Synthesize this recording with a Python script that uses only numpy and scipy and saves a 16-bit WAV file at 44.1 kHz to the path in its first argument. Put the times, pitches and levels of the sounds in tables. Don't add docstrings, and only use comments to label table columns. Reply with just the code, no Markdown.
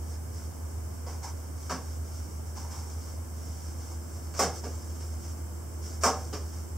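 import sys
import numpy as np
from scipy import signal
from scipy.fft import rfft, irfft, next_fast_len
from scipy.io import wavfile

SR = 44100
rng = np.random.default_rng(int(sys.argv[2]) if len(sys.argv) > 2 else 0)


def generate_wav(signal):
    frames = np.transpose(np.atleast_2d(signal))
    scaled = np.clip(frames, -1, 1) * 32767
    pcm = np.round(scaled).astype(np.int16)
    wavfile.write(sys.argv[1], SR, pcm)


N = 298557
TIME = np.arange(N) / SR
STRAIN_S = 0.016

# t/s, length/s, crack/dB, snaps/dB, fade over the run/dB,
# taut sheet/dB, taut f/Hz, slack sheet/dB, slack f/Hz, thump/dB, kick/dB
TEARS = [(4.3922, 0.041, -22, -24.5, -7.5, -27.5, 930, -27, 580, -36.5, 4),
         (6.035, 0.042, -19.5, -23.5, -9, -20, 1074, -24, 637, -39, 5)]
def tears(kick_delay_s=0.015):
    snaps, push, kick = np.zeros((3, N))
    for start, *settings, kick_db in TEARS:
        clicks, sheet = perforation_run(*settings)
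        add(snaps, start - STRAIN_S, clicks)
        add(push, start - STRAIN_S, sheet)
        add(kick, start + kick_delay_s, amp([kick_db]))
    return snaps, push, kick


def perforation_run(length, crack_db, snap_db, fade_db, taut_db, taut_hz, slack_db, slack_hz, thump_db,
                    strain_db=-12, release_s=0.012, crack_decay_s=0.0028, bridges_per_s=520):
    t = np.arange(SR // 5) / SR - STRAIN_S
    release = np.exp(-np.maximum(t - length, 0) / release_s)
    pull = np.where(t < 0, amp(strain_db) * (1 + t / STRAIN_S), release)
    progress = np.clip(t / length, 0, 1)
    tension = pull * amp(fade_db * progress)
    break_times = np.cumsum(rng.uniform(.3, 1.7, size=200)) / bridges_per_s
    strength = rng.choice([-1, 1], len(t)) * rng.uniform(.5, 1.5, len(t))
    bridges = unit(np.diff(np.searchsorted(break_times, t), prepend=0) * strength)
    snaps = unit(bridges + amp(-6) * grains(len(t), per_s=3700, spread_db=1))
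    crack_envelope = amp(crack_db) * (t >= 0) * np.exp(-abs(t) / crack_decay_s)
    crack = crack_envelope * grains(len(t), per_s=4700, spread_db=1.5)
    taut = amp(taut_db) * drum(snaps, taut_hz, width_hz=620, force=tension * np.sqrt(pull))
    slack = amp(slack_db) * drum(snaps, slack_hz, width_hz=600, force=pull * np.sqrt(progress))
    thump = amp(thump_db) * drum(snaps, hz=250, width_hz=240, force=pull)
    return crack + amp(snap_db) * tension * snaps, taut + slack + thump


# t/s, length/s, scuff/dB, thud/dB, thud f/Hz, thud width/Hz
KNOCKS = [(1.064, 0.044, -47, -47, 500, 900), (1.695, 0.025, -36, -30, 1020, 504),
          (1.703, 0.03, -34, -35.5, 307, 450), (4.6357, 0.029, -41, -34.5, 343, 786),
          (6.327, 0.024, -35, -40.5, 317, 650)]
def knocks():
    scuffs, thuds = np.zeros((2, N))
    t = np.arange(SR // 5) / SR
    for start, length, scuff_db, thud_db, hz, width_hz in KNOCKS:
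        contact = np.exp(-(t / length) ** 2)
        clicks = grains(len(t), per_s=2400, spread_db=.5)
        add(scuffs, start, amp(scuff_db) * contact * clicks)
        add(thuds, start, amp(thud_db) * drum(clicks, hz, width_hz, contact))
    return scuffs, thuds


# t/s, level/dB
CREASES = [(4.339, -41.5), (5.006, -47.5), (5.3705, -53), (6.5247, -53)]
def creases(decay_s=0.028):
    flicks = np.zeros(N)
    t = np.arange(SR // 20) / SR
    for start, db in CREASES:
        add(flicks, start, amp(db) * np.exp(-t / decay_s) * grains(len(t), per_s=4500, spread_db=-1))
    return flicks


# f/Hz, width/Hz, level/dB
ROLL_MODES = [(173, 45, -5), (247.2, 11.7, 13), (437, 13, -6), (481, 20, 12), (487, 18, -2), (675, 9.6, 3),
              (780, 30, 0), (924, 35, 3), (1110, 15, -11), (1300, 20, -1)]
def roll_body(push, kick, body_db=-4, ring_db=-9, low_cut_hz=120):
    drive = kick + amp(ring_db) * push
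    ring = sum(amp(db) * resonate(drive, hz, width) for hz, width, db in ROLL_MODES)
    low_cut = signal.butter(2, low_cut_hz, "high", fs=SR, output="sos")
    return signal.sosfilt(low_cut, amp(body_db) * push + ring)


# f/Hz, level/dB
SNAP_EQ = [(100, -20), (400, 6), (1200, 7.5), (2100, 2.5), (3000, -0.5), (4500, -1.5), (6000, -1.5),
           (8000, -1.5), (10000, -6), (14000, -7), (16000, -5)]
SCUFF_EQ = [(100, 1.5), (400, 8.5), (1200, 7), (2100, 2.5), (3000, -1), (5000, -1.5), (6500, -3.5),
            (8000, -8.5), (10000, -12), (15000, -6)]
def handling(snap_db=3, scuff_db=3):
    snaps, push, kick = tears()
    scuffs, thuds = knocks()
    snaps = tint(snaps + creases(), lambda hz: read(SNAP_EQ, hz))
    scuffs = tint(scuffs, lambda hz: read(SCUFF_EQ, hz))
    return roll_body(push + thuds, kick) + amp(snap_db) * snaps + amp(scuff_db) * scuffs


# t/s, length/s, rasp/dB, paper hiss/dB
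DRAGS = [(1.068, 0.19, -54.5, -52), (1.216, 0.13, -45.5, -43.5), (2.545, 0.19, -49, -46.5),
         (2.691, 0.25, -52, -47), (3.878, 0.075, -52.5, -60)]
# f/Hz, level/dB
RASP_EQ = [(100, -21), (600, -16), (830, 7.5), (1050, 5.5), (1300, -6), (2200, -7.5), (4000, -34),
           (15000, -46)]
def finger_drags(grip_s=0.031, rasp_gain_db=2):
    pressure, hiss_power = np.zeros((2, N))
    for start, length, rasp_db, hiss_db in DRAGS:
        grip = (TIME - start) / grip_s
        let_go = (start + length - TIME) / max(length - grip_s, grip_s)
        stroke = np.clip(np.minimum(grip, let_go), 0, 1)
        pressure += amp(rasp_db) * stroke
        hiss_power += (amp(hiss_db) * stroke) ** 2
    rasp = tint(grains(N, per_s=2400, spread_db=4.5), lambda hz: read(RASP_EQ, hz))
    return amp(rasp_gain_db) * pressure * unit(in_room(rasp)), hiss_power


# middle t/s, length/s, level/dB
SLIDES = [(0.123, 0.14, -56), (0.4, 0.18, -53.5), (1.395, 0.15, -64), (1.64, 0.19, -53),
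          (1.894, 0.24, -55.5), (2.157, 0.29, -54.5), (2.49, 0.098, -58), (2.917, .1, -52),
          (3.073, 0.27, -53.5), (3.457, .26, -55), (3.65, 0.32, -55), (3.87, 0.25, -53.5),
          (4.185, 0.49, -57.5), (4.385, 0.051, -42.5), (4.57, 0.1, -48), (4.674, 0.26, -55.5),
          (4.977, 0.8, -56.5), (5.274, 0.18, -52.5), (5.871, 0.13, -49.5), (5.943, 0.13, -52),
          (6.034, 0.056, -41), (6.24, 0.23, -52.5), (6.53, 0.33, -55.5)]
# f/Hz, level/dB
SLIDE_EQ = [(100, -39), (400, 2.5), (1200, 0.5), (2500, -4), (5200, -0.5), (6800, 0.5), (8200, -1),
            (9500, -5), (15000, -3)]
def rustle(sleeve_db=-64.5, wander_db=2.5):
    fibres = tint(grains(N, per_s=2500, spread_db=3.5), lambda hz: read(SLIDE_EQ, hz))
    rasp, hiss_power = finger_drags()
    hiss_power += amp(sleeve_db + wander_db * wander(top_hz=5)) ** 2
    for middle, length, db in SLIDES:
        hand_speed = np.maximum(1 - (2 * (TIME - middle) / length) ** 2, 0)
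        hiss_power += (amp(db) * hand_speed) ** 2
    return np.sqrt(hiss_power) * unit(in_room(fibres)) + rasp


# f/Hz, rms level/dB
HUM_LINES = [(78.9, -37.5), (110.9, -70), (120, -81), (223.2, -68.5), (249.6, -62.5)]
# f/Hz, density/dB per Hz
AIR_BED = [(25, -81.5), (55, -81), (72, -58), (88, -61.5), (115, -69.5), (190, -72.5), (240, -74),
           (290, -74), (500, -79), (1000, -83.5), (2200, -92.5), (5500, -101), (8000, -93.5), (15000, -89)]
# f/Hz, left-right likeness/0-1
AIR_LIKENESS = [(30, 1), (80, 1), (130, 0.39), (290, 0.18), (700, 0.17), (1500, 0.091), (7000, 0),
                (15000, 0)]
def fan():
    white = pair(rng.standard_normal((2, N)), AIR_LIKENESS)
    density = amp(read(AIR_BED, np.fft.rfftfreq(N, 1 / SR)))
    air = irfft(rfft(white) * density, N) * np.sqrt(SR / 2)
    return air + sum(np.sqrt(2) * amp(db) * sine(hz) for hz, db in HUM_LINES)


def whine(start_s=3.55, rise_s=0.22, hz=7564, width_hz=45, whistle_db=-67, drone_hz=341, drone_db=-58):
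    whistle = np.array([unit(band(noise, hz, width_hz)) for noise in rng.standard_normal((2, N))])
    drone = np.sqrt(2) * np.sin(2 * np.pi * drone_hz * TIME)
    fade_in = np.clip((TIME - start_s) / rise_s, 0, 1)
    return fade_in * (amp(whistle_db) * whistle + amp(drone_db) * drone)


# f/Hz, t60/s
ROOM_DECAY = [(100, 0.33), (500, 0.39), (1200, 0.32), (3000, 0.31), (6000, 0.34), (10000, 0.22),
              (16000, 0.23)]
def reflections(early_db=-4, early_decay_s=0.0088, early_per_s=2500, late_per_s=5000):
    t = np.arange(SR * 3 // 4) / SR
    echoes = rng.choice([-1, 1], (2, len(t))) * (rng.random((2, len(t))) < late_per_s / SR)
    hz, age, spectra = signal.stft(echoes, SR, nperseg=256)
    decay = amp(-60 * age / read(ROOM_DECAY, hz)[:, None])
    tail = signal.istft(spectra * decay, SR)[1][:, :len(t)]
    early = rng.standard_normal(tail.shape) * np.exp(-t / early_decay_s)
    early *= rng.random(tail.shape) < early_per_s / SR
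    return unit(unit(tail) + amp(early_db) * unit(early)) / np.sqrt(len(t))


# f/Hz, left-right likeness/0-1
NEAR_LIKENESS = [(60, 1), (200, 1), (700, 0.98), (2400, 1), (4400, 0.9), (8000, 0), (14000, 0)]
def in_room(x, direct_db=-4, move_hz=9, sets=3):
    heard = np.zeros((2, N))
    for k in range(sets):
        share = np.sqrt(2 / sets) * np.cos(2 * np.pi * (move_hz * TIME + k / sets))
        heard += signal.oaconvolve((x * share)[None], reflections(), axes=1)[:, :N]
    heard[0] += amp(direct_db) * x
    return pair(heard, NEAR_LIKENESS) / np.hypot(1, amp(direct_db))


def pair(two, likeness):
    size = next_fast_len(N, True)
    a, b = rfft(two, size)
    same = np.clip(read(likeness, np.fft.rfftfreq(size, 1 / SR)), -1, 1)
    mid, side = a * np.sqrt((1 + same) / 2), b * np.sqrt((1 - same) / 2)
    return irfft(np.array([mid + side, mid - side]), size)[:, :N]


def grains(size, per_s, spread_db):
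    strength = amp(spread_db * np.minimum(rng.exponential(1, size), 4))
    return unit(strength * rng.choice([-1, 1], size) * (rng.random(size) < per_s / SR))


def drum(clicks, hz, width_hz, force):
    return unit(force * band(clicks, hz, width_hz)) * np.sqrt(np.mean(force ** 2))


def band(x, hz, width_hz):
    return resonate(resonate(x, hz, width_hz), hz, width_hz)


def resonate(x, hz, width_hz):
    turn = np.exp(2j * np.pi * np.cumsum(np.full(len(x), hz)) / SR)
    pole = np.exp(-np.pi * width_hz / SR)
    return 2 * (turn * signal.lfilter([1 - pole], [1, -pole], x / turn + 1e-18)).real


def tint(x, db_at, size=4096):
    log_gain = np.log(amp(db_at(abs(np.fft.fftfreq(size, 1 / SR)))))
    taps = np.fft.ifft(np.exp(np.conj(signal.hilbert(log_gain)))).real[:size // 2]
    return signal.oaconvolve(x, taps)[:len(x)]


def wander(top_hz):
    return unit(sum(sine(hz) for hz in np.geomspace(top_hz / 10, top_hz, 16)))


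def sine(hz):
    return np.sin(2 * np.pi * (hz * TIME + rng.random()))


def amp(db):
    return 10 ** (np.asarray(db) / 20)


def unit(x):
    return x / np.sqrt(np.mean(x ** 2) + 1e-20)


def read(points, hz):
    f, value = np.transpose(points)
    return np.interp(np.log(hz + 1), np.log(f + 1), value)


def add(mix, start_s, sound):
    part = mix[max(round(start_s * SR), 0):][:len(sound)]
    part += sound[:len(part)]


def scene():
    return in_room(handling()) + rustle() + fan() + whine()


# f/Hz, level/dB
MIC_EQ = [(100, -0.5), (1350, -0.5), (1700, -0.5), (2150, -1.5), (2600, -8), (3000, -3), (3950, -7.5),
          (4550, 0.5), (5300, 10), (6900, 4), (8100, 5), (9300, -2.5), (11000, -4.5), (15500, -8)]
# f/Hz, width/Hz, level/dB
PORT_NOTCHES = [(1876, 122, -7), (3400, 65, -12.5), (4094, 240, -5.5), (4854, 156, -5)]
def microphone_db(hz):
    notches = sum(db * np.exp(-((hz - centre) / width) ** 2) for centre, width, db in PORT_NOTCHES)
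    return read(MIC_EQ, hz) + notches


# f/Hz, left minus right level/dB
BALANCE = [(60, -1), (200, -1.5), (700, -.6), (2400, -.1), (5000, -.8), (8000, -2), (14000, -1.4)]
def record(dry):
    left = tint(dry[0], lambda hz: microphone_db(hz) + read(BALANCE, hz) / 2)
    right = tint(dry[1], lambda hz: microphone_db(hz) - read(BALANCE, hz) / 2)
    high_cut = signal.firwin(1401, cutoff=15780, window=("kaiser", 9), fs=SR)
    return signal.oaconvolve(np.array([left, right]), high_cut[None], "same")


dry = scene()
out = record(dry)
generate_wav(out)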